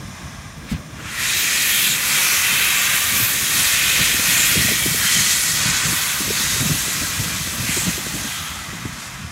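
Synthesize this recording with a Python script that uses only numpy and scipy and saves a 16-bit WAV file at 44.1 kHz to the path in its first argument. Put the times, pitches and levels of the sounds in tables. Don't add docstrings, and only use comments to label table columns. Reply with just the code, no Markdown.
import sys
import numpy as np
from scipy import signal
from scipy.fft import rfft, irfft
from scipy.io import wavfile
from scipy.ndimage import uniform_filter1d

SR = 44100
rng = np.random.default_rng(int(sys.argv[2]) if len(sys.argv) > 2 else 0)


def output_pcm(signal):
    pcm = np.clip(np.atleast_2d(signal).T, -1, 1) * 32767
    wavfile.write(sys.argv[1], SR, np.round(pcm).astype(np.int16))


N = 410571
TIME = np.arange(N) / SR
STEPS = TIME[::200]
BINS = np.maximum(np.fft.rfftfreq(N, 1 / SR), 1)

# t/s, level/dB
BLOW = [(.86, -53), (1.0, -35), (1.1, -29), (1.21, -23), (2.0, -20.5), (3.4, -20.5), (4.2, -19),
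        (5.0, -20.5), (5.9, -22), (6.17, -23.5), (6.4, -21), (7.55, -24.5), (8.35, -25.5), (8.7, -31),
        (9.15, -32), (9.31, -36.5)]
# f/Hz, change when weak/dB, change when turned away/dB
EDDIES = [(490, 1, -1.5), (1100, 8.5, -1), (2440, -0.5, -3), (3300, -1, -1.5), (4570, -6.5, 2),
          (7700, -7.5, 1.5), (13100, -15.5, 2.5)]


def amp(db):
    return np.exp(np.asarray(db) * (np.log(10) / 20))


def unit(x):
    return x / np.sqrt(np.mean(x ** 2))


def curves(table):
    s, *columns = np.transpose(table)
    return [np.interp(TIME, s, column) for column in columns]


def colour(points):
    hz, db = np.transpose(points)
    return amp(np.interp(np.log(BINS), np.log(hz), db))


def noise(gain):
    phase = 2 * np.pi * rng.random(len(BINS), dtype=np.float32)
    return unit(irfft(np.exp(1j * phase) * gain, N))


def walk(rate_hz):
    points = rng.standard_normal(int(N / SR * rate_hz) + 4)
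    path = np.interp(TIME * rate_hz, np.arange(len(points)), points)
    return unit(uniform_filter1d(path, int(SR / rate_hz / 2) + 1))


def band(x, lo_hz, hi_hz, order=2):
    edges_hz = [lo_hz, min(hi_hz, SR / 2 - 100)]
    return signal.sosfilt(signal.butter(order, edges_hz, "band", fs=SR, output="sos"), x)


def strike(track, s, sound, db):
    start = int(s * SR)
    sound = sound[:N - start]
    sound = sound * amp(db) / np.abs(sound).max()
    return track + np.pad(sound, (start, N - start - len(sound)))


def drain_cocks(gain_db=0.18, flicker_db=1.0, flutter_db=0.19, spit_db=0.5):
    # f/Hz, relative level/dB
    jet_spectrum = [(280, -12), (480, -13.5), (680, -14.5), (870, -12.5), (1100, -7.5), (1550, -2.5),
                    (1950, -0.2), (2650, 0.2), (2800, -1.5), (2950, -3.5), (3130, -1.5), (3800, -3.5),
                    (4350, -4), (4600, -5.5), (4760, -5), (4950, -6.5), (5300, -5), (5850, -5),
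                    (6300, -2.5), (7900, -4), (8700, -6.5), (11800, -5.5), (15600, -14)]
    log_eddy_hz = np.log(np.transpose(EDDIES)[0])
    log_bins = np.log(BINS)
    centres = np.log(np.geomspace(500, 14000, 18))
    jet, lifts = unit(colour(jet_spectrum)), eddy_lifts()
    jets = 0
    for centre, own in zip(centres, np.eye(len(centres))):
        gain = jet * np.sqrt(np.interp(log_bins, centres, own))
        weights = np.array([np.interp(centre, log_eddy_hz, size) for size in np.eye(len(log_eddy_hz))])
        lift_db = np.interp(TIME, STEPS, weights @ lifts)
        swell = amp(lift_db + flicker_db * walk(34))
        jets = jets + noise(gain) * np.sqrt(np.mean(gain ** 2)) * swell
    flow_db = curves(BLOW)[0] + gain_db
    return ground_echo(jets * amp(flow_db + flutter_db * walk(24) + spit_db * walk(300)))


def eddy_lifts(full_jet_db=-20.5, weak_span_db=13, turn_s=4.84, turn_length_s=0.45, body_share=0.35):
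    push, body, roar, hiss, fizz = surges()
    _, weak_db, turned_db = np.transpose(EDDIES)
    flow_db = np.interp(STEPS, *np.transpose(BLOW))
    weak = np.clip((full_jet_db - flow_db) / weak_span_db, 0, 1)
    large = body_share * push
    surge_db = np.array([large, large + body, push + roar, push + roar,
                         push + hiss, push + hiss, push + fizz])
    return surge_db + np.outer(weak_db, weak) + np.outer(turned_db, ramp(turn_s, turn_length_s))


def surges(attack_s=.09, release_s=.08):
    # t/s, length/s, push/dB, then extra body/dB, roar/dB, hiss/dB, fizz/dB
    surge_table = [(1.23, 0.39, 3.9, -2, -.2, 1, -4), (1.62, 0.28, 3.2, -3.5, 2, -0.5, 5),
                   (2.07, 0.32, 3.4, 4.8, -0.5, -0.5, 1), (2.42, 0.56, 3.9, 2.5, 0.8, -3, -0.5),
                   (2.93, 0.37, 2.1, 2, -0.4, -0.7, 0.5), (3.39, 0.13, 1.2, -1.5, -1.7, .5, 1),
                   (3.53, .19, 3.2, 2.5, 0, 1.5, .5), (3.72, 0.4, 3.8, -0.5, 0.8, -1.5, -2.5),
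                   (4.25, .27, 4.9, 0.5, -.3, -1.6, -1), (4.52, 0.21, 2.6, -0.5, 1.5, 0, 0),
                   (5.07, 0.29, 4.5, 0.5, 0.5, 0.5, -6.5), (5.36, 0.27, 2.2, 0.5, -1.2, 1, -2.5),
                   (5.6, .27, 2.6, 6, 2, 0.2, -8.5), (5.87, 0.35, 1, 5.5, 2, 1.7, 2),
                   (6.322, 0.3, 1.7, 4, 0.1, -0.5, -5), (6.67, 0.72, 1.4, 1.8, -0.5, -0.7, -3.5),
                   (7.662, 0.3, 5, 0, -1, -1, -2.5), (8.95, 0.15, 2.7, 0.5, -2.5, 0.5, -.7)]
    lift_db = 0
    for s, length_s, *lifts_db in surge_table:
        swell = ramp(s, attack_s) * (1 - ramp(s + length_s, release_s))
        lift_db = lift_db + np.outer(lifts_db, swell)
    return lift_db


def ramp(s, length_s):
    return (1 + np.tanh(2 * (STEPS - s) / length_s)) / 2


def ground_echo(x, share=.11, drift=.06, drift_rate_hz=1.0):
    path_lags_ms = [2.1, 2.6, 3.3, 4.1, 5.2, 6.6]
    samples = np.arange(N)
    heard = x
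    for lag_ms in path_lags_ms:
        lag = lag_ms * SR / 1000 * (1 + drift * walk(drift_rate_hz))
        heard = heard + share * np.interp(samples - lag, samples, x)
    return heard / np.sqrt(1 + len(path_lags_ms) * share ** 2)


def hollow_tones(wander_hz=25, fade_s=.13):
    tone_table = [(1.151, .6, -31.5, 1920, 1838, 240), (1.202, 1.72, -32, 2430, 2532, 280),
                  (1.228, .22, -30, 3450, 3910, 380), (2.099, .75, -28.5, 2280, 2420, 560),
                  (1.701, 0.2, -29, 3270, 3370, 261.5), (3.08, 0.27, -32, 2000, 2560, 150),
                  (2.402, 1.85, -36.5, 3730, 3886, 300), (3.4, 0.44, -33, 1900, 1850, 164),
                  (3.597, 1.12, -32, 2550, 2460, 220), (4.549, 1.15, -33, 1975, 1930, 130),
                  (4.651, .3, -32, 2370, 2310, 130), (4.77, 0.12, -28, 3400, 3270, 400),
                  (4.997, 0.3, -29.5, 3170, 3090, 130), (5.1, 0.44, -38, 2050, 2240, 120),
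                  (6.299, 0.4, -34, 3720, 3770, 220), (7.651, 1.0, -48.5, 801, 761, 160),
                  (8.303, 0.41, -41, 1345, 1213, 110), (8.599, 0.26, -41.5, 1930, 2010, 130)]
    out, wander = np.zeros(N), wander_hz * walk(12)
    for s, length_s, db, start_hz, end_hz, width_hz in tone_table:
        t = TIME[:int((length_s + fade_s) * SR)]
        slide_hz = np.interp(t, [0, length_s], [start_hz, end_hz])
        hz = slide_hz + np.roll(wander, -int(s * SR))[:len(t)]
        low_pass = signal.butter(2, width_hz / 2, fs=SR, output="sos")
        narrow = signal.sosfilt(low_pass, rng.standard_normal((2, 2 * SR)))[:, :len(t)]
        phase = 2 * np.pi * np.cumsum(hz) / SR
        ringing = unit(narrow[0] * np.cos(phase) + narrow[1] * np.sin(phase))
        fade = np.clip(np.minimum(t, t[-1] - t) / fade_s, 0, 1)
        out = out + np.pad(ringing * fade * amp(db), (int((s - fade_s / 2) * SR), N))[:N]
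    return out


def spurts():
    # centre t/s, level at centre/dB, half length/s, centre f/Hz, half width/octaves
    spurt_table = [(0.716, -35, 0.016, 3000, 1.4), (0.724, -37, .04, 1890, 0.86),
                   (1.4, -27, .05, 13800, .16), (1.472, -32, .06, 6500, 0.1),
                   (1.899, -23.5, 0.041, 3700, 0.19), (1.91, -23, .022, 7160, 0.12),
                   (2.329, -26.5, 0.11, 5800, .13), (2.78, -25.5, .05, 7500, .1),
                   (3.228, -22, 0.076, 13200, 0.16), (4.416, -22.5, .045, 7200, 0.096),
                   (5.061, -25, 0.066, 1750, 0.38), (6.76, -29, .03, 11000, 0.22),
                   (7.716, -28.5, 0.05, 2330, .4), (7.78, -25, .06, 7700, 0.19),
                   (8.397, -36.5, 0.17, 3270, .2)]
    out, t = np.zeros(N), TIME[:SR] - .5
    bins = np.maximum(np.fft.rfftfreq(SR, 1 / SR), 1)
    for s, db, length_s, hz, octaves in spurt_table:
        hump = np.exp(-(np.log2(bins / hz) / octaves) ** 2 / 2)
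        steam = unit(irfft(rfft(rng.standard_normal(SR)) * hump, SR))
        burst = steam * amp(db) * np.exp(-(t / length_s) ** 2 / 2)
        out = out + np.pad(burst, (int((s - .5) * SR), N))[:N]
    return out


def leak(peaks_db=4, waver_db=0.55):
    # t/s, level before waver/dB
    leak_level = [(0, -38.5), (.17, -37), (.44, -39), (.56, -40.5), (.9, -41), (1.5, -39), (9.31, -38.5)]
    # f/Hz, width/Hz, level before peaks_db/dB
    leak_peaks = [(660, 140, 1), (1120, 240, 1.5), (1630, 100, 4), (2040, 90, -4), (2400, 170, -7),
                  (3510, 260, -3), (3940, 120, -9), (5230, 190, 0), (5700, 260, -3), (6200, 250, -3),
                  (7040, 250, 0), (8650, 650, -7)]
    # f/Hz, relative level/dB
    leak_spectrum = [(300, -2), (520, -11), (850, -3), (1200, -3.5), (1400, -5), (1800, -1.5), (2300, -3.5),
                     (4400, -9.5), (6300, -8.5), (7700, -13.5), (9300, -12), (12000, -17), (15800, -29)]
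    peaks = sum(amp(db) / (1 + (2 * (BINS - hz) / width_hz) ** 2) for hz, width_hz, db in leak_peaks)
    hiss = noise(colour(leak_spectrum) * (1 + amp(peaks_db) * peaks))
    return hiss * amp(curves(leak_level)[0] + waver_db * walk(7))


def exhaust(rise_s=0.0016, chuff_db=-7, chuff_top_hz=490, octaves_per_db=-0.1,
            ring_hz=112, ring_s=0.0087, ring_db=6):
    # t/s, peak/dB, length/s (Gaussian, down to exp(-2)), brightness/dB (chuff level before chuff_db)
    beat_table = [(0.716, -12.5, 0.04, -28), (1.858, -27, 0.11, -8), (3.113, -22.5, 0.16, 0),
                  (3.992, -16.5, 0.051, -6), (4.558, -17, 0.22, 3), (5.158, -22, 0.08, -14),
                  (5.852, -17.5, 0.12, -4), (6.603, -14, 0.12, -8), (7.19, -18.5, 0.092, -7),
                  (7.867, -12, 0.038, -14.5), (8.848, -20, 0.05, -12)]
    out, t = np.zeros(N), TIME[:SR]
    for s, db, length_s, bright_db in beat_table:
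        white = rng.standard_normal((2, SR))
        top_hz = max(chuff_top_hz * 2 ** (octaves_per_db * bright_db), 200)
        body = unit(band(white[0], 60, 206, order=3))
        chuff = amp(chuff_db + bright_db) * unit(band(white[1], 155, top_hz, order=3))
        gas = (body + chuff) * np.exp(-2 * (t / length_s) ** 2)
        boom_hz = ring_hz * rng.uniform(1.0, 1.11)
        boom = amp(ring_db) * np.sin(2 * np.pi * boom_hz * t) * np.exp(-t / ring_s)
        out = strike(out, s, (gas + boom) * (1 - np.exp(-t / rise_s)), db)
    return out


def wind_rumble(db=3.0, lump_db=2.5, own_db=4.0, split_hz=140, lump_limit=1.7, usual_db=-37, darken=0.24):
    # t/s, level before db and lumps/dB
    rumble_level = [(0, -40), (.3, -40.5), (.95, -36.5), (1.45, -48.5), (2.2, -50.5), (3.0, -46),
                    (3.5, -39), (3.9, -38.5), (4.4, -35.5), (4.75, -31.5), (5.1, -41), (5.35, -40),
                    (5.7, -34), (6.07, -44), (6.25, -35.5), (6.45, -36), (6.7, -32), (7.1, -34.5),
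                    (7.55, -37), (7.8, -32.5), (8.2, -35), (8.36, -49), (8.7, -39.5), (9.31, -46)]
    # f/Hz, relative level/dB
    rumble_spectrum = [(22, -33), (36, -15), (52, 1.5), (80, 3.5), (130, 2), (200, -3), (300, -7.5),
                       (390, -19), (600, -16.5), (1000, -41)]
    spectrum, level_db = colour(rumble_spectrum), curves(rumble_level)[0]
    deep = 1 / (1 + (BINS / split_hz) ** 6)
    tilt_db = darken * (usual_db - level_db)
    halves = 0
    for part, side in ((deep, 1), (1 - deep, -1)):
        lumps = np.tanh(walk(36) / lump_limit) * lump_limit
        halves = halves + noise(spectrum * np.sqrt(part)) * amp(side * tilt_db + own_db * lumps)
    return unit(halves) * amp(level_db + db + lump_db * np.tanh(walk(26)))


def drone(hz=158, octaves=0.5, level_db=-41.5, waver_db=2.5):
    hump = np.exp(-(np.log2(BINS / hz) / octaves) ** 2 / 2)
    return noise(hump) * amp(level_db + waver_db * walk(12))


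def breeze(spread=1.48):
    # t/s, peak/dB, band centre f/Hz, swell time before band-pass/ms
    knock_table = [(.249, -25, 110, 6), (0.442, -30, 95, 7), (.745, -22, 105, 9), (2.525, -27, 190, 4),
                   (2.93, -27, 132, 6), (3.196, -25, 230, 6.1), (3.21, -22, 85, 7),
                   (4.135, -19.5, 203, 5.5), (4.191, -21, 288.6, 2.5), (4.275, -20.5, 190, 7.3),
                   (4.39, -23, 190, 4), (4.552, -21, 400, 6), (4.563, -16, 125, 3.5), (4.59, -20, 170, 3.6),
                   (4.643, -18, 160, 5), (4.682, -21, 473, 2.8), (4.71, -15.5, 251, 5.1),
                   (4.854, -15.5, 260, 3.4), (4.868, -19, 150, 3), (4.904, -21, 130, 4.8),
                   (4.942, -23.5, 310, 2), (5.04, -23, 153, 7.4), (5.502, -25, 183, 6),
                   (5.648, -17, 150, 7.1), (5.92, -18.5, 210, 3.6), (6.203, -19, 197, 3.1),
                   (6.275, -23, 250, 4.4), (6.303, -16, 330, 1.7), (6.397, -25, 230, 6.4),
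                   (6.558, -25, 290, 6.1), (6.624, -18, 210, 3), (6.654, -19.5, 179, 2.3),
                   (6.693, -13, 210, 3.2), (6.708, -10, 115, 2.5), (6.742, -21, 159, 2.1),
                   (6.875, -22.5, 260, 3), (7.004, -23, 90, 6), (7.273, -23, 150, 3.4),
                   (7.395, -21, 110, 7.9), (7.592, -19.5, 125, 3.4), (7.688, -17, 186, 2),
                   (7.763, -18, 252, 6), (7.888, -13, 175, 2), (7.975, -20.5, 249, 2.5),
                   (8.064, -23, 259, 2.7), (8.136, -19.5, 205, 7), (8.237, -23, 190, 6),
                   (8.725, -23.5, 170, 5), (8.851, -19.5, 218, 2.4), (9.235, -25.5, 95, 9)]
    out, t = np.zeros(N), TIME[:SR // 4]
    for s, peak_db, hz, swell_ms in knock_table:
        eddy = rng.standard_normal(len(t)) * t * np.exp(-1000 * t / swell_ms)
        out = strike(out, s, band(eddy, hz / spread, hz * spread, order=3), peak_db)
    return out


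def scene():
    steam = drain_cocks() + hollow_tones() + spurts() + leak()
    mono = steam + exhaust() + wind_rumble() + drone() + breeze()
    return np.array([mono, mono])


def record(dry, low_cut_hz=40, top_cut_hz=15750):
    # lag/ms, signed share of direct sound
    near_echoes = [(.52, -0.0068), (.69, -0.026), (1.07, -0.018), (1.575, 0.06)]
    ripple = 1 + sum(share * np.exp(-2j * np.pi * BINS * ms / 1000) for ms, share in near_echoes)
    low_cut = 1 / np.sqrt(1 + (low_cut_hz / BINS) ** 8)
    heard = irfft(rfft(dry) * ripple * low_cut, N)
    return signal.sosfilt(signal.ellip(12, .2, 80, top_cut_hz, fs=SR, output="sos"), heard)


dry = scene()
out = record(dry)
output_pcm(out)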